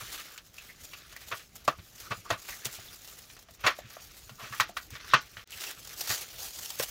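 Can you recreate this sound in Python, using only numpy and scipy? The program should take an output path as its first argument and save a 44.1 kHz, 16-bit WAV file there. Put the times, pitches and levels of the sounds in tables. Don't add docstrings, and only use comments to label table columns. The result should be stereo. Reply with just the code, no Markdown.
import sys
import numpy as np
from scipy import signal
from scipy.fft import rfft, irfft, next_fast_len
from scipy.io import wavfile
from scipy.ndimage import uniform_filter1d, map_coordinates

SR = 44100
rng = np.random.default_rng(int(sys.argv[2]) if len(sys.argv) > 2 else 0)


def linear_from_db(decibels):
    return 10 ** (np.asarray(decibels, float) / 20)


def store_wav(level_fs):
    pcm = np.round(np.clip(np.atleast_2d(level_fs), -1, 1) * 32767)
    wavfile.write(sys.argv[1], SR, pcm.T.astype(np.int16))


N = 304290

# (fade out t/s, sound returns t/s, fade-in length/s)
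SCENE_CHANGE = (5.444, 5.455, 0.045)
LEFT_LEAD = {"tray": 5, "hands": 6, "bag": 11}

# (f/Hz, level/dB per Hz)
AIR_COLOUR = [(20, -14.5), (45, 4), (120, -3), (250, -10), (700, -15), (1000, -22), (2500, -29),
              (7000, -19), (8800, -49), (15000, -48)]
# (f/Hz, time to fall 60 dB/s)
ECHO_TIME = [(100, 0.077), (1200, 0.12), (3000, 0.1), (6000, 0.066), (9000, 0.042), (15000, 0.0116)]
# (f/Hz, likeness 0 to 1)
PORT_LIKENESS = [(60, 0.96), (300, 0.87), (1000, 0.27), (2500, 0.11), (5000, 0.011), (15000, 0.014)]

# (f/Hz, level/dB per Hz)
PLASTIC_COLOUR = [(180, -46), (300, -14.5), (787, -5.5), (870, -8), (1060, -10.5), (1900, -6.5),
                  (2320, -6.5), (2930, -4), (6850, -1), (8500, -8), (15500, -4), (16300, -13.5)]
# (f/Hz, level/dB per Hz)
PAPER_COLOUR = [(200, -16), (400, -3), (850, -18.5), (1200, 2), (2400, 1.5), (3500, -0.5), (6000, -6),
                (12000, -41)]
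# (peak t/s, level/dB, swell/s, sink/s)
GLOVE_STROKES = [(0.009, -40.5, 0.015, 0.0374), (0.073, -44.5, 0.12, 0.18), (0.129, -40.5, 0.0322, 0.0218),
                 (0.147, -43, 0.026, 0.0312), (0.2, -42, 0.0291, 0.0353), (0.266, -50.5, 0.053, 0.0114),
                 (0.342, -46.5, 0.058, 0.0332), (0.381, -49, 0.0062, 0.0093), (0.471, -54.5, 0.034, 0.0322),
                 (0.542, -53, 0.0072, 0.026), (0.586, -50, 0.029, 0.0114), (0.626, -53.6, 0.0312, 0.14),
                 (0.699, -53, 0.1362, 0.052), (0.784, -58.4, 0.0062, 0.1861), (0.819, -50.5, 0.0197, 0.0135),
                 (0.849, -44.5, 0.02, 0.024), (0.909, -51, 0.0343, 0.08), (0.985, -50, 0.0364, 0.0249),
                 (1.027, -55.2, 0.0114, 0.027), (1.071, -55, 0.026, 0.028), (1.095, -53.9, 0.0062, 0.0176),
                 (1.127, -51, 0.0145, 0.0166), (1.166, -50, 0.0062, 0.0145), (1.242, -48.5, 0.0748, 0.0093),
                 (1.289, -43.5, 0.0239, 0.0093), (1.314, -46.5, 0.0249, 0.076), (1.376, -42.5, 0.0228, 0.017),
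                 (1.419, -54.5, 0.1976, 0.07), (1.537, -57.9, 0.0072, 0.261), (1.56, -43.5, 0.0062, 0.0145),
                 (1.611, -59.4, 0.0904, 0.0104), (1.654, -45, 0.0072, 0.0085), (1.682, -40, 0.0052, 0.024),
                 (1.779, -59.2, 0.0062, 0.0644), (1.859, -55, 0.046, 0.2319), (1.959, -49, 0.024, 0.0093),
                 (2.004, -44, 0.026, 0.1), (2.115, -50, 0.0114, 0.062), (2.172, -48, 0.0176, 0.0436),
                 (2.257, -50.0, 0.018, 0.0187), (2.308, -37, 0.0093, 0.021), (2.401, -47.1, 0.0322, 0.0135),
                 (2.424, -47, 0.0135, 0.059), (2.493, -39.0, 0.025, 0.076), (2.563, -46, 0.0239, 0.0104),
                 (2.603, -49.5, 0.0093, 0.0769), (2.656, -30.5, 0.0062, 0.015), (2.732, -42, 0.0384, 0.037),
                 (2.749, -41.5, 0.018, 0.032), (2.862, -47, 0.1, 0.038), (2.935, -47, 0.05, 0.11),
                  (3.049, -48.5, 0.042, 0.023), (3.08, -46, 0.017, 0.14), (3.191, -44, 0.016, 0.011),
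                  (3.224, -51.5, 0.021, 0.045), (3.303, -59, 0.033, 0.029), (3.333, -50.5, 0.04, 0.023),
                  (3.396, -51, 0.01, 0.017), (3.428, -53, 0.0091, 0.013), (3.512, -55, 0.021, 0.027),
                  (3.541, -54, 0.014, 0.031), (3.61, -50.5, 0.0093, 0.018), (3.671, -32, 0.014, 0.021),
                  (3.791, -47, 0.034, 0.018), (3.933, -49, 0.058, 0.02), (3.969, -52, 0.046, 0.022),
                  (4.026, -48, 0.034, 0.017), (4.05, -48, 0.019, 0.034), (4.182, -50, 0.11, 0.15),
                  (4.274, -59, 0.071, 0.019), (4.297, -56, 0.0083, 0.014), (4.352, -62, 0.0083, 0.016),
                  (4.375, -60, 0.014, 0.012), (4.438, -46.5, 0.064, 0.021), (4.473, -49, 0.036, 0.039),
                  (4.557, -43.5, 0.053, 0.023), (4.586, -44.5, 0.029, 0.0092),
                  (4.604, -31.5, 0.0053, 0.017), (4.697, -48, 0.019, 0.011), (4.748, -63, 0.041, 0.016),
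                  (4.774, -42, 0.011, 0.018), (4.831, -45.5, 0.03, 0.03), (4.862, -59, 0.017, 0.035),
                  (4.909, -48, 0.006, 0.024), (4.957, -50.5, 0.018, 0.037), (5.006, -71, 0.013, 0.039),
                  (5.093, -48, 0.063, 0.029), (5.14, -36.5, 0.0064, 0.011), (5.217, -50.5, 0.011, 0.031),
                  (5.269, -54.5, 0.031, 0.04), (5.305, -54.5, 0.025, 0.08), (5.38, -54.5, 0.046, 0.067),
                  (5.438, -66, 0.015, 0.0037)]
# (peak t/s, level/dB, swell/s, sink/s)
BAG_HANDLING = [(5.478, -65, 0.007, 0.005), (5.507, -53, 0.012, 0.042), (5.535, -44.5, 0.02, 0.063),
                (5.569, -44, 0.03, 0.038), (5.615, -42, 0.023, 0.028), (5.64, -37, 0.027, 0.032),
                (5.679, -39, 0.035, 0.05), (5.715, -40.5, 0.049, 0.0074), (5.802, -48, 0.053, 0.016),
                (5.831, -48, 0.01, 0.031), (5.849, -46, 0.006, 0.023), (5.875, -45, 0.005, 0.011),
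                (5.895, -43.5, 0.0092, 0.024), (5.941, -44, 0.037, 0.012), (6.011, -32.5, 0.031, 0.016),
                (6.071, -40, 0.075, 0.096), (6.108, -30.5, 0.031, 0.074), (6.14, -31, 0.075, 0.02),
                (6.218, -37.5, 0.014, 0.018), (6.356, -44.5, 0.095, 0.061), (6.401, -38, 0.016, 0.12),
                (6.478, -41.5, 0.099, 0.015), (6.544, -42, 0.015, 0.038), (6.591, -36.5, 0.009, 0.0084),
                (6.658, -38, 0.08, 0.03), (6.705, -41, 0.02, 0.024), (6.744, -41.5, 0.058, 0.084),
                (6.805, -30.5, 0.016, 0.01), (6.835, -28.5, 0.02, 0.013), (6.889, -41, 0.043, 0.067)]
# (peak t/s, level/dB, swell/s, sink/s)
LOW_SCUFFS = [(.19, -41, 0.28, 0.11), (.37, -51.5, 0.18, 0.012), (.6, -49.5, 0.031, 0.15),
              (1, -51.5, 0.28, 0.15), (1.41, -51, 0.39, 0.05), (1.69, -55, 0.22, 0.31),
              (2.02, -51.5, 0.051, 0.4), (2.29, -50, 0.054, 0.16), (2.5, -48, 0.028, 0.074),
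              (2.75, -46, 0.21, 0.24), (3.1, -57, 0.21, 0.58), (3.67, -35.5, 0.032, 0.051),
              (3.79, -46.5, 0.0092, 0.013), (3.9, -50.5, 0.21, 0.35), (4.44, -42, 0.036, 0.053),
              (4.56, -43, 0.054, 0.06), (4.65, -44, .02, 0.051), (4.96, -44.5, 0.051, 0.056),
              (5.12, -41.5, 0.094, 0.046), (5.17, -31, 0.03, 0.032), (5.25, -54, .05, 1),
              (5.6, -47.5, 0.052, 0.2), (5.7, -43.5, 0.24, 0.034), (5.86, -51.5, 0.13, 0.39),
              (6.08, -41, 0.054, 0.17), (6.48, -50, 0.12, 0.039), (6.8, -50, 0.34, 0.07),
              (6.9, -48, 0.029, .1)]

# (f/Hz, level/dB per Hz)
ICE_COLOUR = [(120, -49.5), (250, -11.5), (650, -3.5), (850, -9), (1200, -2.5), (1900, -5.5), (2700, -3.5),
              (4000, -4), (6300, -11.5), (9000, -30), (13500, -22.5), (16500, -45)]
# (f/Hz, width/Hz, level/dB)
TRAY_MODES = [(657, 51, 3.5), (861, 17, 5.5), (1150, 55, 6.5), (1456, 16, 5), (1767, 44, 4), (1900, 95, 6),
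              (2374, 94, 3.5), (2640, 37, 5.5), (3150, 130, 1.5)]
# (t/s, level/dB, cavity f/Hz, brightness/dB, tearing time/ms)
ICE_TEARS = [(.001, -32, 1440, -35, 13), (1.212, -39, 1850, 0, 8.4), (1.313, -22, 1150, -34, 8.2),
             (2.105, -22.5, 1150, -27, 13), (2.323, -24.5, 1230, -30, 12.7), (2.484, -29, 2160, -47, 6.8),
             (3.636, -18.5, 1170, -39, 14.2), (3.663, -7.5, 1880, -26, 8.8), (3.677, -12.5, 1220, -37, 8),
             (3.699, -25.5, 1180, -32, 6.2), (4.386, -35, 1120, -33, 21), (4.426, -34, 1330, -24, 19),
             (4.467, -38, 1490, -18, 7.2), (4.52, -28, 1730, -12, 13.6), (6.1, -19.5, 1700, -17, 8),
             (3.714, -34, 1300, -13, 9.2), (1.393, -42, 2440, -26, 3.9)]
# (t/s, level/dB, cavity f/Hz, brightness/dB)
ICE_TICKS = [(0.377, -29, 2800, -1), (0.542, -33, 1800, 15), (3.967, -39, 1120, -30),
             (0.582, -32.5, 2720, 5), (0.933, -29, 2770, -20), (1.125, -33, 1720, -3),
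             (1.163, -34, 2040, -14), (1.785, -39.5, 1580, -30), (3.299, -33.5, 2530, -7),
             (3.365, -36.5, 880, -3), (3.485, -40, 710, -18), (3.594, -43, 756, -7),
             (3.902, -33.5, 1380, -4), (4.293, -31, 1160, -8), (4.63, -30, 1480, -8),
             (4.905, -34, 1600, 13), (4.952, -29, 2010, -18), (5.001, -35.5, 1690, -13),
             (5.3684, -26, 1900, -33), (5.392, -33, 2850, -29.5), (5.637, -25, 3020, -15)]
# (t/s, level/dB, cavity f/Hz, brightness/dB, body/dB)
CUBE_POPS = [(1.324, -21.5, 1430, -40, -14.5), (1.6772, -11, 1150, -13, -13.5),
             (1.684, -21.5, 1150, -47, -14.5), (2.118, -18, 1170, -29, -13), (2.3028, -12, 656, -22, -14.5),
             (2.311, -18.5, 1180, -33, -20), (2.654, -16, 2760, 11, -11.5), (4.598, -8.5, 1050, -30, -28),
             (4.6045, -7, 1310, -14, -27.5), (4.768, -18.5, 1600, -23, -24), (5.135, -3, 1200, -30, -24),
             (5.14, -6, 1420, -28, -21), (6.797, -20, 544, -44, -28)]

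# (t/s, level/dB, f/Hz)
WORKTOP_KNOCKS = [(0.019, -42, 114), (1.324, -43.5, 108), (1.677, -34, 139), (1.786, -39, 94),
                  (2.104, -39, 139), (2.111, -34, 114), (2.176, -40.5, 103), (2.306, -38, 193),
                  (2.313, -30.5, 107), (2.659, -36.5, 124), (2.783, -44.5, 104), (3.642, -33, 113),
                  (3.846, -42.5, 120.5), (4.31, -42.5, 124), (4.426, -42, 119), (4.507, -40.5, 118),
                  (4.6, -37, 109), (4.692, -49, 200), (4.925, -40, 121), (5.137, -27.5, 132.5),
                  (5.37, -45, 101), (6.098, -34.5, 106.6), (6.582, -49, 107), (6.795, -41.5, 127)]
# (t/s, level/dB, left-right/dB)
GLOVE_SNAPS = [(0.3774, -29.5, 1), (0.8462, -34, -1), (0.9864, -37, 1), (1.1645, -28, -9), (1.272, -43, -4),
               (1.372, -35, 8), (1.5557, -29.5, -5), (1.6493, -32, -2), (2.0013, -33, 13), (2.488, -35, 9),
               (2.6532, -22, 3), (2.739, -29, 2), (3.0754, -34, 4), (3.189, -37, -11), (4.599, -15, -6),
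               (4.905, -29.5, 4),
               (0.1994, -38, 1), (0.542, -38, 0.0), (0.8145, -44, -1.0), (1.0914, -44, -1.5),
               (1.2894, -37, -3), (1.7759, -46, -1.0), (2.4179, -37, 6), (2.6005, -41, -1.5),
               (3.0185, -35, 2), (3.0464, -32, 1.0), (3.2194, -41, 3), (3.3907, -36, -0.5),
               (3.4268, -38, 3), (3.5084, -38, -2.5), (3.55, -39, -1.0), (3.9, -41, -2.5),
               (4.0482, -35, -5), (4.117, -40, -1.0), (4.1684, -39, -1.0), (4.3555, -39, 7),
               (4.7686, -30, -0.5), (5.2094, -40, -1.5)]
# (t/s, level/dB, left-right/dB)
BAG_FILM_SNAPS = [(5.4742, -36.5, -21.5), (5.506, -35.5, -25), (5.5198, -30, -8), (5.609, -25.5, 5),
                  (5.7116, -30.5, 18), (5.8504, -31.5, 6.5), (5.874, -28, 6), (5.893, -29, 5),
                  (6.008, -22, -15), (6.08, -21, 5), (6.102, -14.5, -3), (6.2153, -28, -7),
                  (6.5875, -26.5, -3), (6.7038, -17, 0), (6.797, -17.5, -14), (6.8267, -30, 5),
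                  (6.8312, -34, -10)]
# (t/s, level/dB, f/Hz, left-right/dB)
CUBE_TAPS = [(1.679, -17, 1170, -6), (1.685, -10, 1190, 1), (2.788, -41.5, 700, 8), (3.788, -30, 656, 7.5),
             (3.968, -36, 660, 4), (4.694, -35, 704, 13), (5.1355, -5, 1150, 4), (6.703, -41, 734, 14),
             (6.799, -20, 504, 7), (0.583, -30.5, 2650, 9), (1.163, -31.5, 1990, 5), (2.884, -33, 3600, -3),
             (3.79, -40, 1770, 0.1), (3.967, -35, 1280, -3), (3.672, -13, 1900, -6), (3.672, -20, 4320, 18),
             (4.536, -27, 1760, -5), (4.767, -28, 1400, -11), (5.136, -9.5, 2630, -9),
             (5.147, -18, 3120, -10), (5.151, -12, 1210, -5), (5.164, -24, 3150, 3), (6.803, -28, 1900, 7),
             (1.6805, -15, 660, 8.5), (2.1231, -23, 1250, 2), (4.5995, -10, 1255, 5)]
# (t/s, level/dB, f/Hz)
NARROW_CREAKS = [(0.685, -39, 2050), (0.916, -44, 2600), (1.225, -43.5, 2500), (4.378, -43, 1200),
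                 (4.404, -44, 1190), (4.52, -35, 1210), (2.052, -39, 1320), (2.245, -36.5, 1180),
                 (2.516, -34, 1910), (5.036, -42.5, 1150), (5.519, -32.5, 2850), (5.602, -32, 2960),
                 (5.663, -32, 2850)]


def unit(x):
    return x / np.sqrt(np.mean(x ** 2) + 1e-20)


def along(points, hz):
    f, value = np.transpose(points)
    return np.interp(np.log(hz + 1), np.log(f + 1), value)


def wobble(rate):
    knots = rng.standard_normal(int(N * rate / SR) + 4)
    return unit(map_coordinates(knots, [np.arange(N) * rate / SR]))


def coloured(x, gain_db):
    m = 2 * next_fast_len(x.shape[-1] // 2 + 512)
    gain = linear_from_db(gain_db(np.fft.rfftfreq(m, 1 / SR)))
    cepstrum = irfft(np.log(np.maximum(gain, 1e-6)), m)
    cepstrum[..., 1:m // 2] *= 2
    cepstrum[..., m // 2 + 1:] = 0
    return irfft(rfft(x, m) * np.exp(rfft(cepstrum)), m)[..., :x.shape[-1]]


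def ports(pair):
    size = pair.shape[-1]
    turn = np.arccos(np.clip(along(PORT_LIKENESS, np.fft.rfftfreq(size, 1 / SR)), -1, 1)) / 2
    z = rfft(pair)
    mid = z[..., 0, :] * np.cos(turn)
    side = z[..., 1, :] * np.sin(turn)
    return irfft(np.stack([mid + side, mid - side], axis=-2), size)


def panned(x, db):
    return x * linear_from_db(np.array([db / 2, -db / 2]).reshape(2, -1))


def leading(x, samples):
    return np.array([x[0], np.pad(x[1], (samples, 0))[:N]])


def laid(rows, seconds):
    out = np.zeros((2, N + rows.shape[-1]))
    for s, row in zip(seconds, rows):
        out[:, round(s * SR):][:, :rows.shape[-1]] += row
    return out[:, :N]


def echoed(near, wet_db, colour_db):
    count, size = near.shape
    noise = ports(rng.standard_normal((count, 2, size)))
    hz, t, z = signal.stft(noise, SR, nperseg=128)
    decay = linear_from_db(-60 * t / along(ECHO_TIME, hz)[:, None])
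    tail = signal.istft(z * decay, SR, nperseg=128)[1][..., :size]
    tail /= np.linalg.norm(tail[:, :1], axis=2, keepdims=True)
    fed = np.sqrt(np.cumsum(near ** 2, axis=1))
    both = near[:, None] + linear_from_db(wet_db) * fed[:, None] * tail
    both = coloured(both, lambda f: colour_db(f)[..., None, :])
    return both / np.abs(both.mean(1, keepdims=True)).max(2, keepdims=True)


def cracks(length_ms, rise, size):
    u = np.arange(size) / SR / (np.clip(length_ms, .3, 40) / 1000)
    noise = rng.standard_normal((len(u), 2, size))
    uneven = noise[:, 0] * np.exp(.5 * noise[:, 1])
    return uneven * u ** rise * np.exp(-2 * u)


def crinkle(spectrum, spikiness, clump_db, rate, patchy_db=2.13):
    snaps = rng.standard_normal((2, N)) * np.exp(spikiness * wobble(1500)) * linear_from_db(clump_db * wobble(rate))
    z = signal.stft(snaps, nperseg=512)[2]
    patches = uniform_filter1d(rng.standard_normal(z.shape[1:]), size=7, axis=0)
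    patches = uniform_filter1d(patches, size=7, axis=1)
    snaps = signal.istft(z * linear_from_db(patchy_db * unit(patches)), nperseg=512)[1][:, :N]
    colour = linear_from_db(along(spectrum, np.fft.rfftfreq(N, 1 / SR)))
    return unit(ports(irfft(rfft(snaps) * colour, N)))


def rumble():
    level_db = -62 + 3.0
    return linear_from_db(level_db) * crinkle(AIR_COLOUR, 0.021, clump_db=1.2, rate=7.7)


def folds(rate, strength, fade_s):
    chance = rng.random((2, N))
    jumps = (chance[0] < rate / SR) * -np.log(chance[1] + 1e-9)
    sinking = signal.lfilter([1], [1, -np.exp(-1 / (fade_s * SR))], jumps)
    return unit(1 + strength * sinking)


def strokes(rows):
    s, db, swell, sink = np.transpose(rows)[:, :, None]
    t = np.arange(0, N / SR + .01, .001)
    before_peak = (s - t) / np.maximum(swell, .003)
    after_peak = (t - s) / np.maximum(sink, .003)
    level_db = db - 10 * np.maximum(before_peak, after_peak)
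    same_shot = (s < SCENE_CHANGE[1]) == (t < SCENE_CHANGE[1])
    power = (linear_from_db(2 * level_db) * same_shot).sum(0)
    return np.sqrt(np.interp(np.arange(N) / SR, t, power))


def rustle():
    creases = folds(110, strength=.16, fade_s=.003)
    plastic_moves = linear_from_db(1.72) * strokes(GLOVE_STROKES + BAG_HANDLING)
    plastic = creases * plastic_moves * crinkle(PLASTIC_COLOUR, 0.22, clump_db=1.4, rate=160)
    paper = creases * strokes(LOW_SCUFFS) * crinkle(PAPER_COLOUR, .35, clump_db=1.8, rate=55)
    return panned(plastic + paper, -0.15 - 0.9 * wobble(6.7))


def breaks():
    pops = [(*row, 3.54, -1.5) for row in CUBE_POPS]
    ticks = []
    for row in ICE_TICKS:
        body_db = -15.5 - 4.5 * np.log2(row[2] / 1e3)
        ticks.append((*row, body_db, 2.5, 0))
    tears = [(*row[:4], -19, row[4], 3) for row in ICE_TEARS]
    return pops + ticks + tears


def cubes():
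    s, db, hz, bright_db, body_db, length_ms, room_db = np.transpose(breaks())[:, :, None]

    def colour(f):
        cavity = 20 * np.log10(.7 + 1 / np.hypot(1, (f * f - hz * hz) / (.25 * hz * f + 1)))
        treble = (bright_db + 26.5) * np.clip(np.log2((f + 1) / 2500) / 2.95, 0, 1)
        body = (body_db + 17.0) * np.clip(np.log2(1050 / (f + 1)) / 0.99, 0, 1.6)
        modes = sum(level / (1 + (2 * (f - centre) / width) ** 2) for centre, width, level in TRAY_MODES)
        return along(ICE_COLOUR, f) + modes + cavity + treble + body

    rise = np.clip(length_ms / 9, 1.1, 3)
    both = echoed(cracks(length_ms, rise, size=6144), room_db[:, None], colour)
    return laid(linear_from_db(db + 0.5)[:, None] * both, s[:, 0])


def worktop(size=7000):
    t60_s, press_s = 0.095, 0.0042
    out = np.zeros(N + size)
    t = np.arange(size) / SR
    for s, db, hz in WORKTOP_KNOCKS:
        swing = np.sin(2 * np.pi * hz * t) + 0.39 * np.sin(2 * np.pi * 1.665 * hz * t)
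        decay = linear_from_db(db + 4.0 - 60 * t / t60_s)
        out[round(s * SR):][:size] += decay * (1 - np.exp(-t / press_s)) * swing
    return out[:N]


def film():
    s, db, pan_db = np.transpose(GLOVE_SNAPS + BAG_FILM_SNAPS)[:, :, None]
    snaps = cracks(1.5 + 0 * s, rise=0.76, size=3072)
    both = echoed(snaps, -5.0, lambda f: along(PLASTIC_COLOUR, f))
    return laid(linear_from_db(db - 0.5 + pan_db * [.5, -.5])[..., None] * both, s[:, 0])


def taps():
    s, db, hz, pan_db = np.transpose(CUBE_TAPS)[:, :, None]
    sharpness = 5 * (hz / 1e3) ** 0.66
    turns = hz * np.arange(4096) / SR
    blow = turns * np.exp(-6 * turns)

    def mode(f):
        detuning = (f * f - hz * hz) / (hz * f + 1)
        return -30 * np.log10(np.hypot(1, np.clip(sharpness, 1, 30) * detuning))

    both = echoed(blow, -0.5, mode)
    return laid(linear_from_db(db - 2.5 + pan_db * [.5, -.5])[..., None] * both, s[:, 0])


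def creaks():
    s, db, hz = np.transpose(NARROW_CREAKS)[:, :, None]

    def mode(f):
        return -30 * np.log10(np.hypot(1, 4.8 * (f * f - hz * hz) / (hz * f + 1)))

    slips = cracks(18.5 + 0 * s, rise=1.25, size=5120)
    return laid(linear_from_db(db)[..., None] * echoed(slips, 4, mode), s[:, 0])


def scene():
    tray = leading(cubes() + taps() + creaks() + worktop(), LEFT_LEAD["tray"])
    hands = film() + rustle() + rumble()
    first_shot = np.arange(N) < SCENE_CHANGE[1] * SR
    near_hands = leading(hands, LEFT_LEAD["hands"])
    far_bag = leading(hands, LEFT_LEAD["bag"])
    return tray + np.where(first_shot, near_hands, far_bag)


def roll_off(x):
    return signal.sosfilt(signal.butter(12, 16990, fs=SR, output="sos"), x)


def record(dry):
    out, back, fade = SCENE_CHANGE
    gate = np.interp(np.arange(N) / SR, [out - .004, out, back, back + fade], [0.96, 0.012, 0.0075, 1.0])
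    rounded = 1.286 * np.tanh(dry * gate / 1.314)
    band_limit = signal.butter(24, 15900, fs=SR, output='sos')
    mix = signal.sosfiltfilt(band_limit, rounded)
    return roll_off(mix)


dry = scene()
out = record(dry)
store_wav(out)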